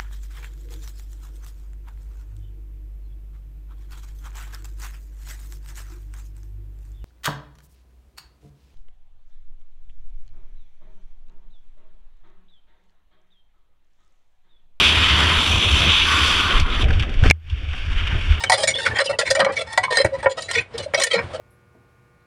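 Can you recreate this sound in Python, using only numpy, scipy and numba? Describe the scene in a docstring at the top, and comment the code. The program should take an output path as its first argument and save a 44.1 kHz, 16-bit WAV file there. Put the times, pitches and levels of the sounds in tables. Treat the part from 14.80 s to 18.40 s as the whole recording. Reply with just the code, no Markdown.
"""Helmet camera in fast flight, canopy opening

Wind noise roars through the resonances of the camera housing, a whistle sings, and eddies buffet the capsule.
The jumper is swung upright, cloth and lines flap as short noise bursts, and a double snap rings the housing.
The snap overloads the camera; its gain control ducks and comes back on a softer rush under the canopy.
"""
import sys
import numpy as np
from scipy import signal
from scipy.fft import rfft, irfft
from scipy.io import wavfile
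from scipy.ndimage import uniform_filter1d
from numba import njit

SR = 44100
rng = np.random.default_rng(int(sys.argv[2]) if len(sys.argv) > 2 else 0)


def master_out(mix):
    """Clip the mix to full scale and print it as 16-bit PCM to the path in sys.argv[1]."""
    frames = np.transpose(np.atleast_2d(mix))
    ceiling = np.clip(frames, -1, 1)
    pcm = np.round(ceiling * 32767).astype(np.int16)
    wavfile.write(sys.argv[1], SR, pcm)


N = 158760  # samples, 3.6 s
TIME = np.arange(N) / SR  # seconds


def undb(db):
    """dB to gain."""
    return 10 ** (np.asarray(db) / 20)


def unit(x):
    """Scale to rms 1."""
    return x / np.sqrt(np.mean(x ** 2))


def column(tables, order):
    """One column of consecutive curve tables, interpolated sample by sample."""
    rows = np.vstack(tables)
    return np.interp(TIME, rows[:, 0], rows[:, order])


def walk(rate):
    """Random levels held 1 / rate seconds and smoothed twice into slopes; rms 1."""
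    hold = int(SR / rate)
    steps = np.repeat(rng.standard_normal(N // hold + 1), hold)
    slopes = uniform_filter1d(uniform_filter1d(steps, hold), hold)
    return unit(slopes[:N])


def fade_gate(start, end, fade_s):
    """Gate open from start to end, with straight fades inside."""
    return np.clip(np.minimum(TIME - start, end - TIME) / fade_s, 0, 1)


def lowpass(x, order, hz):
    """Butterworth low-pass."""
    return signal.sosfilt(signal.butter(order, hz, fs=SR, output="sos"), x)


def air(colour, edges, flicker_db, rate):
    """Coloured noise between the outer edges (Hz), each slice flickering on its own; rms 1."""
    freq = np.fft.rfftfreq(N, 1 / SR) + 1e-9  # keeps the log finite at 0 Hz
    points = np.array(colour)
    colour_db = np.interp(np.log(freq), np.log(points[:, 0]), points[:, 1])
    spectrum = rfft(rng.standard_normal(N)) * undb(colour_db)
    total = np.zeros(N)
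    for low, high in zip(edges, edges[1:]):
        part = irfft(spectrum * (freq >= low) * (freq < high), N)
        total += part * undb(flicker_db * walk(rate))
    return unit(total)


def bands(colour, flicker_db):
    """Main, lower and treble parts of air noise heard through the housing, each at rms 1."""
    main = (2150, 2700, 3300, 4200)
    lower = (800, 1150, 1600, 2150)
    treble = (4200, 5500, 6500, 8500, 11500, 16000)
    return np.array([air(colour, edges, flicker_db, 26.06) for edges in (main, lower, treble)])


# Colour of the rush in flight. Each row: frequency in Hz, relative density in dB per Hz.
FLIGHT_COLOUR = [(470, -30), (650, -28.5), (880, -11), (1010, -8), (1430, -7), (1640, -8), (1990, -8.5),
                 (2520, -1.5), (2780, -4), (3100, 0.5), (3510, -0.5), (4120, -16), (4530, -11.5),
                 (4850, -17), (5250, -17), (5650, -21), (6000, -16), (6550, -28.5), (7060, -22.5),
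                 (8420, -30), (9650, -26), (11500, -39), (14000, -42.5), (15200, -54)]
# Colour once hanging upright. Each row: frequency in Hz, relative density in dB per Hz.
UPRIGHT_COLOUR = [(470, -30), (800, -10.5), (1000, -7.5), (1560, -0.5), (2000, -4), (2250, 0), (3100, -0.5),
                  (3600, -5.5), (4050, -21.5), (4600, -15.5), (5050, -22.5), (5500, -17.5), (6200, -26),
                  (7600, -30.5), (8300, -32.5), (9500, -35.5), (11500, -46), (13600, -49.5), (15200, -67.5)]
# Course of the wind rush. Each row: time in seconds, main band level in dB,
# lower part relative to it in dB, treble relative to it in dB.
RUSH_CURVE = [
    [(0, -14, -9, -14.5), (.07, -13, -11, -15), (.17, -18, -6.5, -15.5), (.47, -21, -1, -11.5),
     (.55, -19, -2.5, -14.5), (.67, -19, -8, -10.5), (.8, -18.5, -9, -15), (1.0, -18, -7, -13),
     (1.1, -14, -8.5, -18.5), (1.24, -18, -11, -17), (1.3, -19.5, -4, -11), (1.45, -17.5, -7.5, -11),
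     (1.65, -22, -3.5, -12.5), (1.78, -22.5, -2, -15.5), (1.82, -30, -9, -14), (1.85, -37, 3, -16),
     (1.94, -25.5, -5, -19), (1.98, -33.5, 3, -12), (2.02, -24, -6.5, -16.5), (2.05, -38.5, -0.5, -18),
     (2.15, -38, -0.5, -14), (2.175, -39.5, -2, -16), (2.235, -31.5, -2, -18), (2.26, -43, 2, -16.5),
     (2.36, -38, -4.5, -16.5), (2.42, -36.5, -4, -15), (2.44, -31.5, 2, -9.5), (2.47, -29.5, 2, -11),
     (2.495, -32, -2, -13), (2.53, -42.5, 2, -11), (2.7, -43, -6, -16.5), (2.83, -40.5, -5, -18),
     (3.05, -39, -4.5, -15.5), (3.2, -34, -3, -18), (3.32, -32.5, -1, -18), (3.44, -34.5, -6, -15.5),
     (3.53, -31, -3.5, -16.5), (3.6, -33.5, -2.5, -19)],
]
UPRIGHT_S, TURN_S = 2.04, 0.016  # start and length of the swing upright
# Rms of the level movements, slowest swell to finest grain; OWN_DB is per frequency slice
SWELL_DB, SHARED_DB, OWN_DB, GRAIN_DB = 0.25, 0.26, 0.87, 1
FLUTTER_DB, FLUTTER_HZ = 1.4, 49.76  # loose cloth: rms, and new random levels per second


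def rush():
    """Turbulent air over the housing: its bands swell together, with a fine grain of small eddies."""
    angle = np.clip((TIME - UPRIGHT_S) / TURN_S, 0, 1) * np.pi / 2
    upright = np.sin(angle)
    main, low, high = np.cos(angle) * bands(FLIGHT_COLOUR, OWN_DB) + upright * bands(UPRIGHT_COLOUR, OWN_DB)
    level_db = column(RUSH_CURVE, order=1)
    level_db = level_db + SWELL_DB * walk(6.4) + SHARED_DB * walk(29.88) + GRAIN_DB * walk(250)
    # loose cloth makes the rush flutter once upright
    level_db = level_db + FLUTTER_DB * upright * walk(FLUTTER_HZ)
    low_gain = undb(column(RUSH_CURVE, order=2))
    high_gain = undb(column(RUSH_CURVE, order=3))
    return undb(level_db) * (main + low_gain * low + high_gain * high)


# Bands of the rush that come and go as the head turns. Each row: start in seconds, end in seconds,
# centre in Hz, width in Hz, lift or cut in dB.
HEAD_TURNS = [(1.76, 1.99, 1780, 420, -3.5), (0.53, 1.21, 1800, 750, -5), (0.092, 0.6, 2500, 500, 2),
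              (0.52, 1.15, 4730, 330, -18), (0.65, 1.33, 6170, 400, 4), (1.24, 1.6, 4400, 300, -3.5),
              (1.4, 1.95, 4400, 350, 3)]
TURN_FADE_S = 0.078


def turned(x):
    """The turning head changes the colour of the wind: a resonant filter lifts or sinks a band for a while."""
    for start, end, hz, width_hz, db in HEAD_TURNS:
        band = signal.lfilter(*signal.iirpeak(hz, hz / width_hz, fs=SR), x)
        x = x + fade_gate(start, end, TURN_FADE_S) * (undb(db) - 1) * band
    return x


# Colour of the buffeting. Each row: frequency in Hz, relative density in dB per Hz.
RUMBLE_COLOUR = [(8.8, -23), (15, -7.5), (48, -13.5), (80, 2.5), (94, -3), (123, -17), (177, -17),
                 (395, -22), (486, -25), (826, -26.5), (900, -23), (1170, -53), (1980, -120)]
# Course of the thudding, in three stretches. Each row: time in seconds, thud level in dB,
# deepest part relative to it in dB.
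THUD_CURVE = [
    [(0.0, -28.5, -2), (0.136, -30.5, -5), (0.156, -21.5, -13), (0.534, -28, -17), (0.596, -27, 3),
     (0.62, -42, -2), (0.742, -17, -12), (0.832, -25, -7), (0.946, -17, -28), (0.96, -21.5, -5),
     (1.116, -19, -19), (1.144, -39, 10.5), (1.43, -21, -23), (1.472, -33, 0.5), (1.67, -28.5, -5),
     (1.7, -33, 5)],
    [(1.7, -45, 0), (1.708, -47, 11), (1.814, -12, -3), (1.89, -33.5, 7), (1.958, -21.5, 1),
     (2.006, -25, -3), (2.048, -16, -10), (2.122, -16, -2), (2.164, -20.5, -2), (2.21, -11.5, -17),
     (2.244, -29, 11.5), (2.27, -25.5, -6.5), (2.394, -26.5, 11), (2.424, -26, 7.5), (2.486, -14.5, 3),
     (2.5, -25, -6.5)],
    [(2.72, -28.5, -1), (2.744, -17, -17), (2.776, -42.5, 15.5), (2.856, -27, -6.5), (2.96, -26.5, -1.5),
     (2.982, -45, 18), (2.996, -31, 10), (3.084, -20.5, -15), (3.104, -30.5, 9), (3.286, -21.5, -2),
     (3.304, -28, 4), (3.34, -13.5, -3.5), (3.454, -31.5, 2), (3.514, -19.5, 6.5), (3.558, -36, 6),
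     (3.6, -25, -3)],
]
# Course of the rumble above the thuds, in three stretches. Each row: time in seconds, level in dB.
UPPER_CURVE = [
    [(0.0, -29), (0.014, -29.5), (0.306, -31), (0.51, -26), (0.59, -30.5), (1.002, -29.5), (1.078, -23.5),
     (1.144, -36.5), (1.4, -31), (1.646, -33.5), (1.7, -34)],
    [(1.7, -29.5), (1.814, -31.5), (1.826, -46), (1.874, -34.5), (2.102, -30), (2.174, -39.5), (2.186, -32),
     (2.402, -40.5), (2.46, -22), (2.486, -39.5), (2.495, -32.5)],
    [(2.72, -56.5), (2.76, -49.5), (2.8, -48), (2.924, -49), (2.944, -40.5), (2.996, -47), (3.31, -39.5),
     (3.352, -33.5), (3.42, -44), (3.592, -38), (3.6, -47)],
]


def buffet():
    """Large eddies shake the capsule: a deep thudding and a rumble above it."""
    deep = air(RUMBLE_COLOUR, (8, 52), 1.0, 12)
    thud = air(RUMBLE_COLOUR, (52, 140), 1.0, 12)
    upper = air(RUMBLE_COLOUR, (130.0, 216, 430, 796), 1.52, 25.15)
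    upper = unit(upper * undb(0.38 * walk(90)))
    body = undb(column(THUD_CURVE, order=1)) * (thud + undb(column(THUD_CURVE, order=2)) * deep)
    return body + undb(column(UPPER_CURVE, order=1)) * upper


# Harness jolts. Each row: centre in seconds, peak in dB, half length in seconds.
HARNESS_JOLTS = [(1.76, -8, .012), (1.811, -8, 0.0041), (2.058, -4.5, 0.0046), (2.102, -12, .004),
                 (2.121, -18, 0.0064), (2.2, -15, 0.005), (2.4, -12, 0.015), (2.432, -2.5, 0.0039),
                 (2.46, -11, 0.001), (2.48, -14.5, 0.0029), (2.4965, -14, 0.0024), (2.508, -6.5, 0.0032),
                 (3.33, -16.5, 0.0031)]


def jolts():
    """The harness jerks the capsule: a downward pulse with a smaller upward lobe on either side."""
    out = np.zeros(N)
    for centre, db, half_s in HARNESS_JOLTS:
        square = ((TIME - centre) / half_s) ** 2
        out -= undb(db) * (1 - 2 * square) * np.exp(-square)
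    return out


# The two blows on the housing. Each row: start in seconds, level in dB, treble relative to it in dB.
BLOWS = [(2.5003, 2, 0.5), (2.5102, 30.5, -17)]
# Modes of the struck housing. Each row: frequency in Hz, level in dB, 60 dB decay time in seconds.
SHELL_MODES = [(1350, -18.5, .005), (1740, -0.5, 0.007), (2160, -19.5, 0.029), (2327, 7, 0.0082),
               (2616, -4, 0.0093), (3480, -14.5, 0.0092), (4130, -11, 0.013), (4930, -9, 0.01),
               (5420, -4, 0.0064), (6560, -12.5, 0.0067), (6900, -24.5, .007), (8900, -17, 0.0044)]
RISE_S = 0.0031  # swell time of the first mode; higher modes swell faster in proportion
PUSH_S, PUSH_DB = 0.00031, -26.5
CRACK_S, CRACK_DB = 0.002, -31.5


def snap():
    """Two blows on the housing: a push, a crack, and modes that swell over a few of their own cycles."""
    out = np.zeros(N)
    noise = lowpass(rng.standard_normal(N), 2, 8000)
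    for start, db, high_db in BLOWS:
        since = np.maximum(TIME - start, 0)
        shell = np.zeros(N)
        for hz, mode_db, t60 in SHELL_MODES:
            decay = undb(mode_db + high_db * (hz > 4000) - 60 * since / t60)
            swell = 1 - np.exp(-since / RISE_S * hz / SHELL_MODES[0][0])
            shell += decay * swell * np.sin(2 * np.pi * hz * since)
        # the push peaks just before the modes start
        push = -undb(PUSH_DB) * np.exp(-((TIME - start + PUSH_S) / PUSH_S) ** 2)
        crack = undb(CRACK_DB + high_db) * noise * (since > 0) * np.exp(-since / CRACK_S)
        out += undb(db) * (shell + push + crack)
    return out


# Cloth and line flaps. Each row: start in seconds, level in dB, lower part relative to it in dB,
# treble relative to it in dB, decay in seconds.
CLOTH_FLAPS = [(1.221, -6.5, -25, -21, 0.0034), (1.7976, -14, -26, -6, 0.0051),
               (1.925, -21, -13, -26, 0.0042), (1.9454, -18.5, -24, -21, 0.005),
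               (2.0244, -21, -11, -14, 0.0053), (2.0405, -17.5, -19, -19, 0.0055),
               (2.0845, -27, 0.5, -10, 0.0038), (2.1045, -24, 6, -11.5, 0.0048),
               (2.128, -27, -8, -18, 0.016), (2.1947, -17, -11, -14, 0.0061),
               (2.2015, -23, -18, -22, 0.0064), (2.2229, -23, -5, -16, 0.0058),
               (2.292, -26.5, -5, -16.5, 0.007), (2.338, -28.5, -10, -15, 0.0071),
               (2.366, -32.5, -10, -22, 0.008), (2.3915, -33.5, -8, -22, 0.014),
               (2.436, -24, 5, -14, 0.0038), (2.457, -25.5, 5, -12, .004),
               (2.4603, -21.5, 2.5, -11, 0.0027), (2.467, -27, -3, -21, .003),
               (2.478, -18, -6, -13.5, 0.0026), (2.4905, -26, -13, -10, .003),
               (2.697, -29.5, -24, -15, 0.0054), (2.9314, -31, 2, -15, 0.0093),
               (3.232, -21, -8, -27, 0.0056), (3.269, -21, -12, -16.5, 0.0082),
               (3.521, -25, 2, -29, 0.0062)]
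FLAP_ATTACK_S = 0.0013


def flaps():
    """Cloth and lines slap the air: each flap is a short, grainy burst of air noise."""
    envelopes = np.zeros((3, N))
    for start, db, low_db, high_db, decay_s in CLOTH_FLAPS:
        since = np.maximum(TIME - start, 0)
        shape = (1 - np.exp(-since / FLAP_ATTACK_S)) * np.exp(-since / decay_s)
        envelopes += shape * undb(db + np.array([[0], [low_db], [high_db]]))
    grain = unit(undb(2.7 * walk(500)))
    return np.sum(envelopes * bands(UPRIGHT_COLOUR, 0), axis=0) * grain


# Breathy whistle. Each row: time in seconds, level in dB, centre pitch in Hz.
WHISTLE_CURVE = [(1.25, -26, 1380), (1.31, -21.5, 1298), (1.42, -27.5, 1266), (1.559, -30, 1341),
                 (1.7, -22.5, 1290), (1.81, -32.5, 1229), (1.9, -33, 1170), (2.04, -34, 1112)]
WHISTLE_WIDTH_HZ, WHISTLE_FADE_S = 170, 0.033
WHISTLE_PAIR = 0.12  # the two bands lie this share below and above the centre


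def whistle():
    """Air across an edge sings two narrow bands of noise: slow noise carried on a gliding pitch."""
    out = np.zeros(N)
    for share in (1 - WHISTLE_PAIR, 1 + WHISTLE_PAIR):
        slow = lowpass(rng.standard_normal((2, N)), 3, WHISTLE_WIDTH_HZ / 2)
        phase = 2 * np.pi * np.cumsum(share * column([WHISTLE_CURVE], order=2)) / SR
        band = unit(slow[0] * np.cos(phase) + slow[1] * np.sin(phase))
        out += band * undb(1.0 * walk(15))
    gate = fade_gate(WHISTLE_CURVE[0][0], WHISTLE_CURVE[-1][0], WHISTLE_FADE_S)
    return unit(out) * undb(column([WHISTLE_CURVE], order=1)) * gate


def scene():
    """All layers at the capsule."""
    wind = turned(rush()) + buffet() + jolts()
    return (wind + snap() + flaps() + whistle())[None]


@njit
def follow(x, attack, hold, release):
    """Peak envelope: a hold, then an exponential fall, all smoothed by a quick attack."""
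    out, envelope, peak, wait = np.empty(len(x)), 0., 0., 0.
    for i in range(len(x)):
        if abs(x[i]) > peak:
            peak, wait = abs(x[i]), hold
        elif wait > 0:
            wait -= 1
        else:
            peak *= 1 - release
        envelope += (peak - envelope) * attack
        out[i] = envelope
    return out


CAPSULE_HZ = 6500


def overload(x, top):
    """Peaks clip, and the clipped corners lose their treble."""
    excess = x - np.clip(x, -top, top)
    return x - signal.sosfiltfilt(signal.butter(3, CAPSULE_HZ, fs=SR, output="sos"), excess)


def ring(x, hz, t60):
    """A decaying mode driven by x, with about unity gain at its own frequency."""
    pole = np.exp(2j * np.pi * hz / SR - np.log(1000) / (t60 * SR))
    mode = signal.lfilter([1], [1, -pole], x).imag
    return mode * np.log(1000) / (t60 * SR) * 2


AGC_TOP = 0.93  # envelope level above which the gain ducks
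AGC_ATTACK_S, AGC_HOLD_S, AGC_RELEASE_S = 0.0035, 0.097, 0.037
BASS_HZ, BASS_T60_S, BASS_DB = 79.3, 0.32, -1.5
HISS_DB = -79
TOP_HZ = 15300  # upper limit of the camera sound


def record(dry):
    """Gain control ducks after overloads; peaks clip and lose their top; a bass resonance rings on."""
    envelope = follow(dry[0], 1 / (AGC_ATTACK_S * SR), AGC_HOLD_S * SR, 1 / (AGC_RELEASE_S * SR))
    x = dry[0] * AGC_TOP / np.maximum(envelope, AGC_TOP)
    x = overload(x, 0.7)
    x = x + undb(BASS_DB) * ring(x, BASS_HZ, BASS_T60_S)
    x = overload(x, 0.92) + undb(HISS_DB) * rng.standard_normal(N)
    return signal.sosfilt(signal.ellip(12, 0.2, 90, TOP_HZ, fs=SR, output="sos"), x)[None]


dry = scene()
out = record(dry)
master_out(out)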